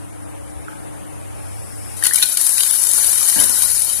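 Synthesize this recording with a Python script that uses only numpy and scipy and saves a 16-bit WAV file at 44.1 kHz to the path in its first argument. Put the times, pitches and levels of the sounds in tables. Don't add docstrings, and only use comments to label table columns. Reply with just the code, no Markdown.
import sys
import numpy as np
from scipy import signal
from scipy.fft import rfft, irfft, next_fast_len
from scipy.io import wavfile
from scipy.ndimage import uniform_filter1d, map_coordinates

SR = 44100
rng = np.random.default_rng(int(sys.argv[2]) if len(sys.argv) > 2 else 0)


def log_audio(samples):
    frames = np.atleast_2d(samples).T
    limited = np.clip(frames, -1, 1)
    pcm = np.round(limited * 32767).astype(np.int16)
    wavfile.write(sys.argv[1], SR, pcm)


def voltage_ratio(level):
    return 10 ** (np.asarray(level, float) / 20)


N = 176400

# (frequency [Hz], level [dB], unsteadiness [1])
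HUM_LINES = [(71.3, -42, 1.6), (100.8, -32, 0.6), (140.4, -42, 0.49), (202.5, -47.5, 0.8), (225, -50, 0.59),
             (297.4, -41, 0.7), (323.6, -45.5, 0.2), (414, -62.5, 0.43), (554, -50, 1.37), (772, -51, 0.83),
             (862, -53, 1.8)]
# (time [s], level [dB])
MOTOR_LOAD = [(0, -4), (.45, -2.5), (.75, -3), (1.0, -2.5), (1.4, 1), (1.7, 6), (1.9, 4.5), (2.1, -1),
              (3.0, 1), (4, 5)]
# (frequency [Hz], share [dB per dB])
LOAD_SHARE = [(70, 0.5), (100, 0.5), (140, -0.1), (200, 0.5), (300, -0.9), (900, 0.5)]
# (frequency [Hz], density [dB per Hz])
MOTOR_SPECTRUM = [(40, -10.5), (170, -6), (550, -4), (1000, -8), (2200, -14.5), (4500, -26.5),
                  (8500, -24.5), (14000, -39)]
# (time [s], level [dB])
GEAR_JOLTS = [(.01, -40), (.26, -37), (.38, -31), (0.549, -22.5), (1.1, -40), (1.28, -38), (1.43, -40),
              (1.72, -39), (1.95, -38), (2.969, -28), (3.049, -19)]
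# (time [s], level [dB])
SEAL_WHIR = [(0, -57), (.7, -60), (1.1, -56), (1.4, -50), (1.8, -53), (1.9, -44.5), (2.1, -51), (4, -67)]
# (time [s], level [dB])
VALVE_SQUEEZE = [
    (1.35, -54),
    (1.63, -46.5),
    (1.7, -46),
    (1.95, -41.5),
    (2.1, -61),
    (2.3, -83),
]
# (time [s], level [dB])
CRANK_TICKS = [
    (.682, -29),
    (.731, -39.5),
]
# (frequency [Hz], level [dB], decay T60 [s])
TICK_MODES = [(1320, 3.5, 0.016), (1560, 0.5, .02), (980, -16, .04), (2040, -19, .02)]
# (time [s], level [dB])
CRANK_KNOCKS = [
    (3.361, -18),
    (3.384, -20),
    (3.412, -21.5),
    (3.495, -28.5),
]
# (frequency [Hz], level [dB], decay T60 [s])
FRAME_MODES = [(105, -10, 0.38), (196, -7.5, 0.084), (241, -2.5, 0.14), (285, -7, 0.12),
               (522, -10.5, 0.085), (600, -9, 0.071), (866, -12, 0.13), (1620, -7, 0.056)]
# (time [s], level [dB])
JET_FLOW = [(1.95, -82), (1.97, -42.5), (2.02, -45), (2.034, -37), (2.042, -26.5), (2.125, -37.5),
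            (2.17, -29), (2.25, -29), (2.35, -26), (2.365, -44), (2.39, -24.5), (2.6, -22.5), (3.0, -22.5),
            (3.3, -23.5), (3.47, -25), (3.55, -24), (3.95, -30), (4, -30)]
# (frequency [Hz], density [dB per Hz])
SPRAY_SPECTRUM = [(300, -9.5), (1000, -8), (1500, -10), (2300, -6.5), (4000, -3), (7600, -0.5),
                  (10500, -3.5), (14500, -9.5)]
# (frequency [Hz], width [Hz], level [dB])
TRAY_MODES = [(966, 96, 0), (1500, 87, 3), (1900, 280, -18), (2600, 1000, -4.5), (3100, 460, 0),
              (3690, 1400, 1), (4560, 490, -7)]
# (time [s], peak level [dB], swell [ms], tray body level [dB])
SLUG_LANDINGS = [(1.979, -27, 2.5, -18), (2.0237, -16, 2, -2), (2.037, 1, 1.3, -7), (2.0473, -3, 1.3, -0.5),
                 (2.053, -8.5, 2.3, 5), (2.0646, 3, 3.1, -1.5), (2.1343, 5, 1.6, -23),
                 (2.141, -2.5, 0.87, -10), (2.1439, 5, 1.1, -9), (2.147, -8, 1.4, -4),
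                 (2.1555, 4.5, 3.3, -9), (2.1832, -2, 3.3, -3.5), (2.198, -7.5, 2.6, -10),
                 (2.224, 1.5, 3.6, 5.5), (2.2334, -1, 1.1, 5.5), (2.256, -3.5, 1.7, -17),
                 (2.37, 2.5, 3.9, -3), (2.413, 5.5, 1.3, -16), (2.432, -3, 1.5, -21), (2.4647, 5, 2.6, -11),
                 (2.4725, 2, 1.6, -15), (2.491, 1, 2.3, -20), (2.5792, -7, 3.1, 11),
                 (2.6032, -2.5, 3.8, 5.5), (2.6314, 1, 2.9, -1), (2.71, 4, 1.3, -23), (2.768, -5, 1.1, -12),
                 (2.811, -7, 7.8, -23), (2.826, -5, 4, -28), (2.837, 2, 1.4, -20), (2.8673, 0, 2.4, -6),
                 (2.914, 1.5, 1.6, -12), (2.933, 2, 2.6, -24), (2.976, -1.5, 2.6, -20),
                 (2.997, -3, 1.7, -5), (3.044, -3, 2, 2.5), (3.114, -1, 2.5, -17), (3.228, 0, 2.3, -5),
                 (3.271, -6.5, 4.4, -9), (3.283, 4.5, 3.6, -17), (3.298, 1.5, 1.9, -17),
                 (3.3989, 4.5, 3.1, -9), (3.436, -1, 3.8, -5), (3.493, -1.5, 2.9, -5),
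                 (3.619, 1.5, 3.9, -9), (3.633, 1, 1.9, -21), (3.7934, -9, 1.2, -20), (3.847, 2, 0.54, -21),
                 (3.896, -11, 3.3, 2.5), (3.933, -9, 2.1, -13)]
# (time [s], frequency [Hz], level [dB], decay T60 [s])
BUBBLE_PLOPS = [(2.026, 1690, -14.5, 0.017), (2.056, 1874, -18, 0.024), (2.11, 1690, -13.5, 0.027),
                (2.178, 2260, -11.5, 0.022), (2.228, 1500, -23.5, 0.07), (2.051, 6500, -20, 0.027),
                (2.5, 3100, -22, 0.057), (2.232, 3750, -9.5, 0.044), (2.7, 3300, -14, 0.042),
                (3.2, 3000, -16, 0.025), (3.39, 2910, -14.5, 0.048), (3.215, 1160, -20, 0.025),
                (2.082, 1790, -21, 0.038), (2.122, 1850, -18, 0.032), (2.4, 1740, -25, 0.036),
                (3.37, 1620, -25, 0.03)]
# (frequency [Hz], width [Hz], depth [0-1])
PANEL_NOTCHES = [(2150, 220, .5), (2650, 380, .68), (3400, 420, .8), (5050, 250, .25)]
# (frequency [Hz], correlation [-1 to 1])
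CHANNEL_LIKENESS = [(40, -0.87), (70, -0.94), (110, -0.96), (380, -0.89), (950, -0.49), (1600, -0.096),
                    (3000, 0.061), (15000, 0.1)]
# (frequency [Hz], level [dB])
LEFT_COLOUR = [(100, 1.5), (300, 2.5), (700, 3), (1400, 0), (3000, -0.5), (6000, 0.5), (8000, -6.5),
               (14000, 12)]
# (time [s], level [dB])
AUTO_GAIN = [
    (0, 6.5),
    (1.0, 8),
    (2.02, 6),
    (2.07, 2),
    (2.5, -2),
    (4, 2),
]
# (frequency [Hz], level [dB])
THINNING = [(60, -30), (500, -16), (1500, -7), (2700, -.5), (5500, -1), (7500, -11), (10000, -13),
            (14000, -6)]
# (time [s], upper edge [Hz])
BASS_DROPOUTS = [(2.1, 250), (2.21, 150), (2.34, 550), (2.4, 250), (2.44, 250), (2.6, 300), (2.64, 200),
                 (2.78, 150), (2.82, 150), (3.16, 150), (3.27, 250)]


def unit(x):
    return x / np.sqrt(np.mean(x ** 2) + 1e-20)


def along(points, hz):
    f, v = np.transpose(points)
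    return np.interp(np.log(hz + 1), np.log(f + 1), v)


def curve(rows):
    return np.interp(np.arange(N) / SR, *np.transpose(rows))


def wobble(rate):
    knots = rng.standard_normal(int(N * rate / SR) + 4)
    return map_coordinates(knots, [np.arange(N) * rate / SR])


def filtered(x, response):
    m = next_fast_len(N + SR // 2)
    return irfft(rfft(x, m) * response(np.fft.rfftfreq(m, 1 / SR)), m)[..., :N]


def peak(f, hz, width_hz):
    return 1j * f * width_hz / (hz * hz - f * f + 1j * f * width_hz)


def patchy(depth_db):
    z = signal.stft(rng.standard_normal((2, N)), nperseg=256)[2]
    field = rng.standard_normal(z.shape[1:])
    field = uniform_filter1d(field, size=5, axis=0)
    field = uniform_filter1d(field, size=9, axis=1)
    return unit(signal.istft(z * voltage_ratio(depth_db * unit(field)), nperseg=256)[1][:, :N])


def rings(rows, rise):
    s, hz, db, t60 = np.transpose(rows)[..., None]
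    t = np.arange(int(min(t60.max(), .5) * SR)) / SR
    at = (np.round(s * SR) + np.arange(len(t))).astype(int).ravel()
    shape = voltage_ratio(db - 60 * t / t60) * (1 - np.exp(-4 * hz * t))
    start = rng.random((len(s), 2)).T[..., None]
    phases = 2 * np.pi * (hz * t * (1 + rise * t / t60) + start)
    return np.array([np.bincount(at, (shape * np.sin(p)).ravel(), N)[:N] for p in phases])


def machine():
    gain_ref_db = 8
    t = np.arange(N) / SR
    load = curve(MOTOR_LOAD)
    hum = np.zeros(N)
    for hz, db, loose in HUM_LINES:
        level = db + along(LOAD_SHARE, hz) * load + 3.54 * loose * wobble(13)
        hum += voltage_ratio(level) * np.sin(2 * np.pi * hz * t + 1.3 * loose * wobble(14))
    hum = np.array([hum, np.roll(hum, SR // 30)])

    noise = unit(filtered(patchy(depth_db=1.5), lambda f: voltage_ratio(along(MOTOR_SPECTRUM, f))))
    noise = voltage_ratio(-37.5 + 0.84 * wobble(0.63)) * noise

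    lumps = rng.standard_normal((2, N)) * voltage_ratio(4 * wobble(5.7))
    rumble = voltage_ratio(-46) * unit(filtered(lumps, lambda f: peak(f, 68, 40) ** 2))

    jolts = rings([(s, 70, db, .25) for s, db in GEAR_JOLTS], rise=0)
    jolts = filtered(jolts, lambda f: peak(f, 70, 60))

    whir = unit(filtered(patchy(depth_db=1.0), lambda f: peak(f, 2400, 1500) ** 2))
    whir = whir * voltage_ratio(curve(SEAL_WHIR))

    def valve_and_nozzle(f):
        valve = voltage_ratio(12) * peak(f, 5300, 500)
        nozzle = voltage_ratio(6.5) * peak(f, 8040, 1200)
        return voltage_ratio(along(SPRAY_SPECTRUM, f)) + valve + nozzle

    hiss = unit(filtered(rng.standard_normal((2, N)), valve_and_nozzle))
    hiss = voltage_ratio(curve(VALVE_SQUEEZE)) * (t > VALVE_SQUEEZE[0][0]) * hiss
    return voltage_ratio(-gain_ref_db) * (hum + noise + rumble + jolts + whir + hiss)


def crank():
    rattle_db, rattle_t60_s = -8, 0.29
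    blows = []
    for hits, modes in ((CRANK_TICKS, TICK_MODES), (CRANK_KNOCKS, FRAME_MODES)):
        blows += [(s, hz, db + g, t60) for s, db in hits for hz, g, t60 in modes]
    t = np.arange(N) / SR
    shake = np.zeros(N)
    for s, db in CRANK_KNOCKS:
        shake += voltage_ratio(db + rattle_db - 60 * np.abs(t - s) / rattle_t60_s) * (t > s)
    colour = [mode[:2] for mode in FRAME_MODES]
    noise = rng.standard_normal((2, N))
    rattle = unit(filtered(noise, lambda f: voltage_ratio(along(colour, f)) * peak(f, 540, 1800)))
    return rings(blows, rise=0) + shake * rattle


def tray(f):
    return np.sqrt(sum(np.abs(voltage_ratio(g) * peak(f, hz, width)) ** 2 for hz, width, g in TRAY_MODES))


def stream():
    drops_per_s, drop_spread_db, drop_db = 3000, 3.6, -4
    bubbles_per_s, bubble_hz, bubble_cycles, bubble_db = 260, 2700, 11, -16.5
    tray_db = -8.5

    size_db = np.minimum(rng.exponential(1, N), 3) * drop_spread_db
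    hits = (rng.random(N) < drops_per_s / SR) * voltage_ratio(size_db)
    hits = uniform_filter1d(hits, size=9) * rng.standard_normal((2, N))
    spray = patchy(depth_db=2.53) + voltage_ratio(drop_db) * unit(hits)
    spray = unit(filtered(spray, lambda f: voltage_ratio(along(SPRAY_SPECTRUM, f)) * (1 + voltage_ratio(tray_db) * tray(f))))

    draw = rng.random((800, 3))
    s = 1.9 - np.cumsum(np.log(draw[:, 0])) / bubbles_per_s
    hz = bubble_hz * np.exp(1.37 * (draw[:, 1] - .5))
    rows = np.transpose([s, hz, 9 * draw[:, 2] ** 2, 3 * bubble_cycles / hz])
    bubbles = unit(rings(rows[s < N / SR], rise=0.16)) * voltage_ratio(bubble_db)

    flow_db = curve(JET_FLOW) + 0.05 * wobble(8) + 0.3 * wobble(35) + 1.1 * wobble(120)
    started = np.arange(N) > JET_FLOW[0][0] * SR
    return voltage_ratio(flow_db) * (spray + bubbles) * started


def slugs():
    slug_db, tail = -17.5, 0.78
    s, db, swell_ms, body_db = np.transpose(SLUG_LANDINGS)[..., None]
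    k = np.arange(SR // 10)
    at = (np.round(s * SR) + k).astype(int).ravel()
    u = k / SR * 1000 / swell_ms
    swell = np.sin(np.pi / 2 * np.clip(u, 0, 1))
    shape = voltage_ratio(db + slug_db) * swell * np.exp(-tail * np.clip(u - 1, 0, None))

    def lay(rows):
        return np.bincount(at, rows.ravel(), N)[:N]

    burst = lay(shape) * voltage_ratio(0.72 * wobble(400)) * rng.standard_normal((2, N))
    burst = filtered(burst, lambda f: 1.46 * voltage_ratio(along(SPRAY_SPECTRUM, f)))
    body = lay(shape * voltage_ratio(body_db)) * rng.standard_normal((2, N))
    body = 4 * filtered(body, lambda f: tray(f) * peak(f, 3430, 3100))
    return burst + body + rings(BUBBLE_PLOPS, rise=0.26)


def room(x):
    t60_s, tail_db = 0.54, -7
    t = np.arange(SR // 2) / SR
    tail = rng.standard_normal((2, len(t))) * voltage_ratio(-60 * t / t60_s) * (t > .004)
    return x + voltage_ratio(tail_db) * signal.fftconvolve(x, tail / np.linalg.norm(tail[0]), axes=1)[:, :N]


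def panel(f):
    return np.prod([1 - depth * peak(f, hz, width) for hz, width, depth in PANEL_NOTCHES], axis=0)


def drifting(x):
    drift, drift_per_s = .022, 11
    mix = .5 + .5 * np.tanh(wobble(drift_per_s))
    lower = filtered(x, lambda f: panel(f * (1 + drift)))
    higher = filtered(x, lambda f: panel(f * (1 - drift)))
    return mix * lower + (1 - mix) * higher


def scene():
    fields = machine() + drifting(room(stream() + slugs() + crank()))

    def angle(f):
        return np.arccos(np.clip(along(CHANNEL_LIKENESS, f), -.995, .995)) / 2

    side = filtered(fields[0], lambda f: np.sin(angle(f)))
    mid = filtered(fields[1], lambda f: np.cos(angle(f)))
    return np.array([mid + side, mid - side])


def thin_out(x):
    scatter_db, other_side_db = 6.5, -6
    bass_hz, bass_mask_db, bass_scatter_db, dropout_s = 550, -25, 8, .032
    hz, s, z = signal.stft(x, SR, nperseg=2048)
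    level = np.sqrt(np.abs(uniform_filter1d(np.abs(z) ** 2, size=40, axis=1)))
    level = np.maximum(level, voltage_ratio(other_side_db) * level[::-1])
    jump = rng.standard_normal((2, 129, z.shape[2]))
    jump = np.repeat(jump, 8, axis=1)[:, :len(hz)]
    threshold = level * voltage_ratio(along(THINNING, hz)[:, None] + scatter_db * jump[0])
    z = z * (np.abs(z) > threshold)

    mid = z.mean(0)
    loud = np.sqrt(np.mean(np.abs(z) ** 2, axis=(0, 1)))
    bass_jump = (jump[1] + jump[1, 0]) / 2
    faint = np.abs(mid) < loud * voltage_ratio(bass_mask_db + bass_scatter_db * bass_jump)
    faint = faint & (hz < bass_hz)[:, None]
    for at, top in BASS_DROPOUTS:
        faint = faint | ((hz < top)[:, None] & (np.abs(s - at) < dropout_s))
    return signal.istft(z - mid * faint, SR, nperseg=2048)[1][:, :N]


def top_cut(x):
    return signal.sosfilt(signal.butter(12, 15570, fs=SR, output="sos"), x)


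def record(dry):
    top_hz, over_top_db = 14260, -37
    port_hz, port_width_hz, port_db = 10118, 1007, 21
    left = filtered(dry[0], lambda f: voltage_ratio(along(LEFT_COLOUR, f)) + voltage_ratio(port_db) * peak(f, port_hz, port_width_hz))
    x = filtered(np.array([left, dry[1]]), lambda f: f < top_hz)
    x = thin_out(x * voltage_ratio(curve(AUTO_GAIN)))
    x = np.clip(x, -1, 1)
    mix = filtered(x, lambda f: np.where(f < top_hz, 1, voltage_ratio(over_top_db)))
    return top_cut(mix)


dry = scene()
out = record(dry)
log_audio(out)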